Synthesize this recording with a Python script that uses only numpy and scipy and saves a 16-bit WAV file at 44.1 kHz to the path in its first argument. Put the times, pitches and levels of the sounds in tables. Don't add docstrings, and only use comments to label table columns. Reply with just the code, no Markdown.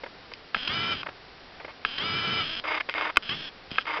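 import sys
import numpy as np
from scipy import signal
from scipy.fft import rfft, irfft
from scipy.io import wavfile
from scipy.ndimage import uniform_filter1d

SR = 44100
rng = np.random.default_rng(int(sys.argv[2]) if len(sys.argv) > 2 else 0)


def persist_wave(psi):
    counts = np.round(np.clip(psi, -1, 1) * 32767).astype(np.int16)
    wavfile.write(sys.argv[1], SR, np.atleast_2d(counts).T)


N = 176400
T = np.arange(N) / SR


def undb(db):
    return 10 ** (np.asarray(db) / 20)


def unit(x):
    return x / np.sqrt(np.mean(x ** 2))


def noise():
    return rng.standard_normal(N)


def wander(per_second):
    hold = int(SR / per_second)
    stairs = np.repeat(rng.standard_normal(N // hold + 1), hold)
    return unit(uniform_filter1d(stairs, hold)[:N])


def gate(start, end, rise, fall):
    return np.clip((T - start) / rise, 0, 1) * np.exp(-np.maximum(T - end, 0) / fall)


def gain_at(curve, hz):
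    at, db = np.array(curve, float).T
    return undb(np.interp(np.log(hz), np.log(at), db))


def colour(x, curve, size=2048):
    cepstrum = irfft(np.log(gain_at(curve, np.fft.rfftfreq(size, 1 / SR) + 1)))
    cepstrum[1:size // 2] *= 2
    cepstrum[size // 2 + 1:] = 0
    ring = irfft(np.exp(rfft(cepstrum)))
    return signal.fftconvolve(x, ring / np.linalg.norm(ring))[:N]


def overtones(hz, table, flutter_db, flutter_rate, body=None):
    phase, out = 2 * np.pi * np.cumsum(hz) / SR, 0
    for multiple, db in table:
        gain = undb(db + flutter_db * wander(flutter_rate))
        boost = gain_at(body, multiple * hz) if body else 1
        out = out + gain * boost * np.sin(multiple * phase + rng.uniform(0, 2 * np.pi))
    return unit(out)


# (frequency [Hz], relative level [dB])
HISS_COLOUR = [(30, -7.5), (65, -5.5), (115, -10), (170, -9), (450, -6.5), (640, -9), (735, -5.5),
               (860, -9.5), (1900, -10.5), (3000, -14), (4800, -15), (5600, -21.5), (6100, -49.5)]


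def hiss(level_db=-48.5):
    return undb(level_db + 0.2 * wander(30)) * colour(noise(), HISS_COLOUR)


# (start [s], length [s], level [dB], knock boost [dB], treble boost [dB])
FOCUS_MOVES = [(0.033, 0.0079, -37.5, 5, 2), (0.0596, 0.0086, -39, 1, -4), (0.315, 0.0029, -34, -1.5, -6),
               (1.059, 0.011, -34, 1.5, -5), (1.0835, 0.0088, -38.5, 4, -6), (1.597, 0.021, -44.5, 0, -3.5),
               (1.645, 0.0053, -32.5, 4, -2.5), (1.678, 0.035, -44, 3, -2.5), (2.637, 0.036, -30.5, 2, -2),
               (2.673, .11, -29, -13, 0.5), (2.798, 0.012, -33, -9, 7), (2.887, 0.0032, -36, 11, 11),
               (2.893, 0.036, -49, -21, 13), (2.946, 0.042, -30, 3.5, 0), (2.974, 0.086, -28.5, 9, -1),
               (3.061, 0.044, -29, 1, -3.5), (3.852, 0.0036, -31, -13, 0.5),
               (3.864, 0.12, -30.5, -14, -1.5), (3.986, .02, -41.5, 8, -7)]
# (multiple of the step rate, relative level [dB])
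FOCUS_BUZZ = [(1, -8.5), (2, -7), (3, -1), (4, -9), (7, 2.5), (8, -10), (10, -9)]
# (frequency [Hz], relative level [dB])
FOCUS_RASP = [(100, -44), (240, -37), (330, -12), (440, -3), (750, -3), (1000, 2), (1250, 2), (1500, -0.5),
              (1930, -2.5), (2130, 4.5), (2280, 0), (3150, -6), (3800, -11.5), (4300, -27), (4850, -10.5),
              (5600, -35.5)]
# (frequency [Hz], relative level [dB])
SLIDE_KNOCK = [(150, -28.5), (330, -9.5), (500, 0), (720, -2), (1000, -11), (1700, -6), (2500, -14.5),
               (4000, -40.5)]


def focus_motor(step_hz=309, steps_per_turn=10, rise_s=0.0046, treble_hz=1780):
    turn_s = steps_per_turn / step_hz
    bind_s = 0.013
    low_level, high_level, knocks = 0, 0, 0
    for start, length, db, knock_db, treble_db in FOCUS_MOVES:
        throb_db = 1.8 * np.cos(2 * np.pi * (T - start - bind_s) / turn_s)
        level = undb(db + throb_db) * gate(start, start + length, rise_s, fall=0.0038)
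        low_level = np.maximum(low_level, level)
        high_level = np.maximum(high_level, level * undb(treble_db))
        knocks = knocks + undb(knock_db - 38.5) * gate(start, start + rise_s, rise_s, fall=0.006)
    hz = step_hz * (1 + 0.0015 * wander(110))
    step_pulses = np.exp(-(np.cumsum(hz) / SR % 1) / 0.77)
    screw_scrape = np.resize(noise()[:int(turn_s * SR)], N)
    rasp = colour(unit(step_pulses * (noise() + undb(-2) * screw_scrape)), FOCUS_RASP)
    buzz = overtones(hz, FOCUS_BUZZ, flutter_db=2, flutter_rate=53)
    running = undb(0.7 * wander(130)) * unit(rasp + undb(-6) * buzz)
    lows = signal.sosfiltfilt(signal.butter(4, treble_hz, fs=SR, output="sos"), running)
    return low_level * lows + high_level * (running - lows) + knocks * colour(noise(), SLIDE_KNOCK)


# (time [s], level [dB], brightness [dB per octave],
# case pitch [ratio], ring length [ratio], relative thump level [dB])
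CLICKS = [(0.3363, -23, 18, 0.86, 1.2, -23), (0.5462, -7, -0.5, 0.99, 0.93, -38),
          (0.5609, -29, -4, 0.5, 2.3, 5.5), (0.5673, -19.5, -3.5, 1.22, 0.56, -31),
          (1.0314, -20, 2, 0.86, 0.81, -37), (1.069, -22, -8, 1.1, 1, -28),
          (1.0896, -28, -2.5, 1.0, 1, -31), (1.8496, -6.5, 1, 0.988, 0.88, -32),
          (1.856, -25, 6, 0.88, 0.56, -7.5), (2.6434, -28, 2, 0.8, 0.78, -44),
          (2.8084, -22, -7, 1.3, 1.5, -32), (2.8954, -13.5, 6.5, 0.89, 0.73, -34),
          (2.9397, -14.5, 6, 1.14, 0.64, -40), (2.9819, -17, 2, 0.8, 0.83, -40),
          (3.0109, -16, 0.5, 0.91, 0.61, -42), (3.1593, -19, 9, 0.95, 0.73, -42),
          (3.1702, -0.3, 4, 0.87, 1.15, -19), (3.7155, -25, 15, 0.95, 1.04, -3),
          (3.758, -23.5, 8, 0.92, 0.88, -18), (3.7833, -6.5, -0.5, 0.97, 1.35, -38)]
# (frequency [Hz], relative level [dB], time to fade by 60 dB [s])
CASE_NOTES = [(535, -16, 0.03), (812, -13, 0.02), (1352, 0.5, 0.02), (1647, 3.5, 0.016)]
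# (frequency [Hz], relative level [dB], time to fade by 60 dB [s])
LATCH_NOTES = [(2152, -3.5, 0.018), (2493, 4, 0.01), (3040, -8.5, 0.019), (4960, -4, 0.011)]


def clicks(contact_s=0.00028, rattle_s=0.005, thump_s=0.007, size=4096):
    out, t = np.zeros(N + size), T[:size]
    contact = np.sin(np.pi / 2 * np.minimum(t / contact_s, 1)) ** 2
    cut_lows = signal.butter(2, 553, "high", fs=SR, output="sos")
    cut_highs = signal.butter(4, 3475, fs=SR, output="sos")
    muffle = signal.butter(2, 300, fs=SR, output="sos")
    for time, db, bright, pitch, length, thump_db in CLICKS:
        case_notes = [(hz * pitch, note_db, fade_s) for hz, note_db, fade_s in CASE_NOTES]
        ring = 0
        for hz, note_db, fade_s in case_notes + LATCH_NOTES:
            gain = undb(note_db + bright * np.log2(hz / 1500))
            fade = np.exp(-np.log(1000) * t / (fade_s * length))
            ring = ring + gain * fade * np.sin(2 * np.pi * hz * t)
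        ring = signal.sosfilt(cut_highs, signal.sosfilt(cut_lows, contact * ring))
        rattle = undb(-40) * np.exp(-t / rattle_s) * rng.standard_normal(size)
        low_noise = unit(signal.sosfilt(muffle, rng.standard_normal(size)))
        thump = undb(thump_db) * np.exp(-t / thump_s) * low_noise / 2
        i = int(time * SR)
        out[i:i + size] += undb(db) * (ring / np.abs(ring).max() + rattle + thump)
    return out[:N]


# (start [s], end [s], first speed [steps/s], last speed [steps/s], level [dB], ring pitch [ratio])
TICK_RUNS = [(.545, 0.678, 195, 310, -37, 1.007), (0.948, 1.021, 390, 236, -38.5, 0.99),
             (1.858, 1.98, 213, 304, -38, 0.99), (2.435, 2.555, 320, 322, -34, 1.015),
             (2.563, 2.602, 224, 233, -36, 1.014), (3.225, 3.293, 211, 244, -40.5, 1.01),
             (3.346, 3.45, 317, 308, -39, 1.04), (3.449, 3.492, 264, 280, -41, 1.04),
             (3.708, 3.826, 165, 210, -41.5, 1.005)]
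# (frequency [Hz], relative level [dB])
BARREL_RING = [(60, -12), (150, -10), (400, -14), (900, -17), (1550, -6), (2000, -12.5), (2600, -4),
               (2950, -3), (3180, 3.5), (3650, -14), (4200, -10.5), (4550, -19.5), (4920, -6.5),
               (5250, -17.5), (5500, -28.5), (6000, -36.5)]


def zoom_ticks(steps_per_turn=6, swing_db=2, scatter_db=1.2, rub_db=-7):
    out, rub = 0, noise()
    for start, end, first, last, db, pitch in TICK_RUNS:
        push = undb(db + rub_db) * gate(start, end, rise=0.0021, fall=0.0077) * rub
        time, step = start, 0
        while time < end:
            rate = np.interp(time, [start, end], [first, last])
            accent_db = swing_db * np.sin(2 * np.pi * step / steps_per_turn)
            accent_db += scatter_db * rng.standard_normal()
            push[int(time * SR)] += undb(db + accent_db) * np.sqrt(SR / rate)
            time += (1 + 0.05 * rng.standard_normal()) / rate
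            step += 1
        out = out + colour(push, [(hz * pitch, ring_db) for hz, ring_db in BARREL_RING])
    return out


# (time [s], pitch [Hz], level [dB])
WHINE_RUNS = [
    [(0.675, 275.0, -34), (0.697, 299.3, -30), (0.735, 324.6, -29), (0.762, 338, -28.5), (0.78, 329.3, -29),
     (0.83, 341.3, -29), (0.842, 332, -27.5), (0.854, 335.6, -29), (0.897, 341.6, -29.5),
     (0.932, 337.3, -27.5), (0.942, 323, -33)],
    [(1.981, 265.4, -30), (1.993, 274.7, -32.5), (2.017, 301.9, -29.5), (2.047, 324.3, -30),
     (2.08, 334, -29), (2.1, 326, -29.5), (2.168, 338, -29), (2.196, 337.5, -28), (2.206, 329.2, -30),
     (2.254, 340, -28), (2.28, 329, -28), (2.322, 341.5, -29), (2.346, 330.6, -28), (2.396, 338.3, -27.5),
     (2.41, 320.3, -26), (2.435, 333.7, -34)],
    [(3.291, 265.7, -32), (3.327, 299.8, -30.5), (3.343, 310.7, -34)],
]
# (multiple of the shaft's spin rate, relative level [dB])
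WHINE_TONES = [(4, 1), (12, 9), (15, -1.5), (18, 5), (21, 8.5), (27, 3.5), (30, -4), (33, 7), (39, 1),
               (45, 4), (54, 5.5)]
# (frequency [Hz], relative level [dB])
GEAR_HISS = [(200, -19.5), (450, -5.5), (900, -5), (1450, 1), (1900, -6.5), (2400, -2.5), (2750, -3),
             (3150, 2.5), (3500, -11.5), (4000, -7.5), (4550, -13.5), (4950, -8), (5400, -18.5),
             (6000, -35.5)]
# (frequency [Hz], relative level [dB])
LENS_RUMBLE = [(30, -36), (60, -13.5), (85, -2), (125, 1), (170, 0), (260, -5), (430, -6.5), (700, -47.5)]


def zoom_whine(whine_db=-1, gears_db=-5.5, rumble_db=-11, jolt_db=-23.5):
    motor_level, lens_level, jolt_level = 0, 0, 0
    for run in WHINE_RUNS:
        times, _, db = np.array(run).T
        start, end = times[0], times[-1]
        level = undb(np.interp(T, times, db))
        motor_level = motor_level + level * gate(start, end, rise=0.017, fall=0.013)
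        lens_level = lens_level + level * gate(start, end, rise=0.028, fall=0.075)
        jolt_level = jolt_level + gate(start, start + 0.0046, rise=0.00045, fall=0.0046)
    times, hz, _ = np.vstack(WHINE_RUNS).T
    shaft_hz = np.interp(T, times, hz) / 3
    shaft_hz *= 1 + 0.0018 * wander(160)
    whine = overtones(shaft_hz, WHINE_TONES, flutter_db=1.5, flutter_rate=70, body=BARREL_RING)
    gears = colour(noise() * undb(0.79 * wander(300)), GEAR_HISS)
    rumble = undb(rumble_db) * lens_level * colour(noise(), LENS_RUMBLE)
    jolts = undb(jolt_db) * colour(jolt_level * noise(), BARREL_RING)
    return motor_level * (undb(whine_db) * whine + undb(gears_db) * gears) + rumble + jolts


def scene():
    return (hiss() + zoom_whine() + zoom_ticks() + focus_motor() + clicks())[None]


def record(dry):
    cut_treble = signal.ellip(10, .2, 90, 6100, fs=SR, output="sos")
    smooth_edges = signal.ellip(8, .2, 70, 15500, fs=SR, output="sos")
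    clipped = np.clip(signal.sosfilt(cut_treble, dry), -0.72, 0.72)
    return signal.sosfilt(smooth_edges, clipped)


dry = scene()
out = record(dry)
persist_wave(out)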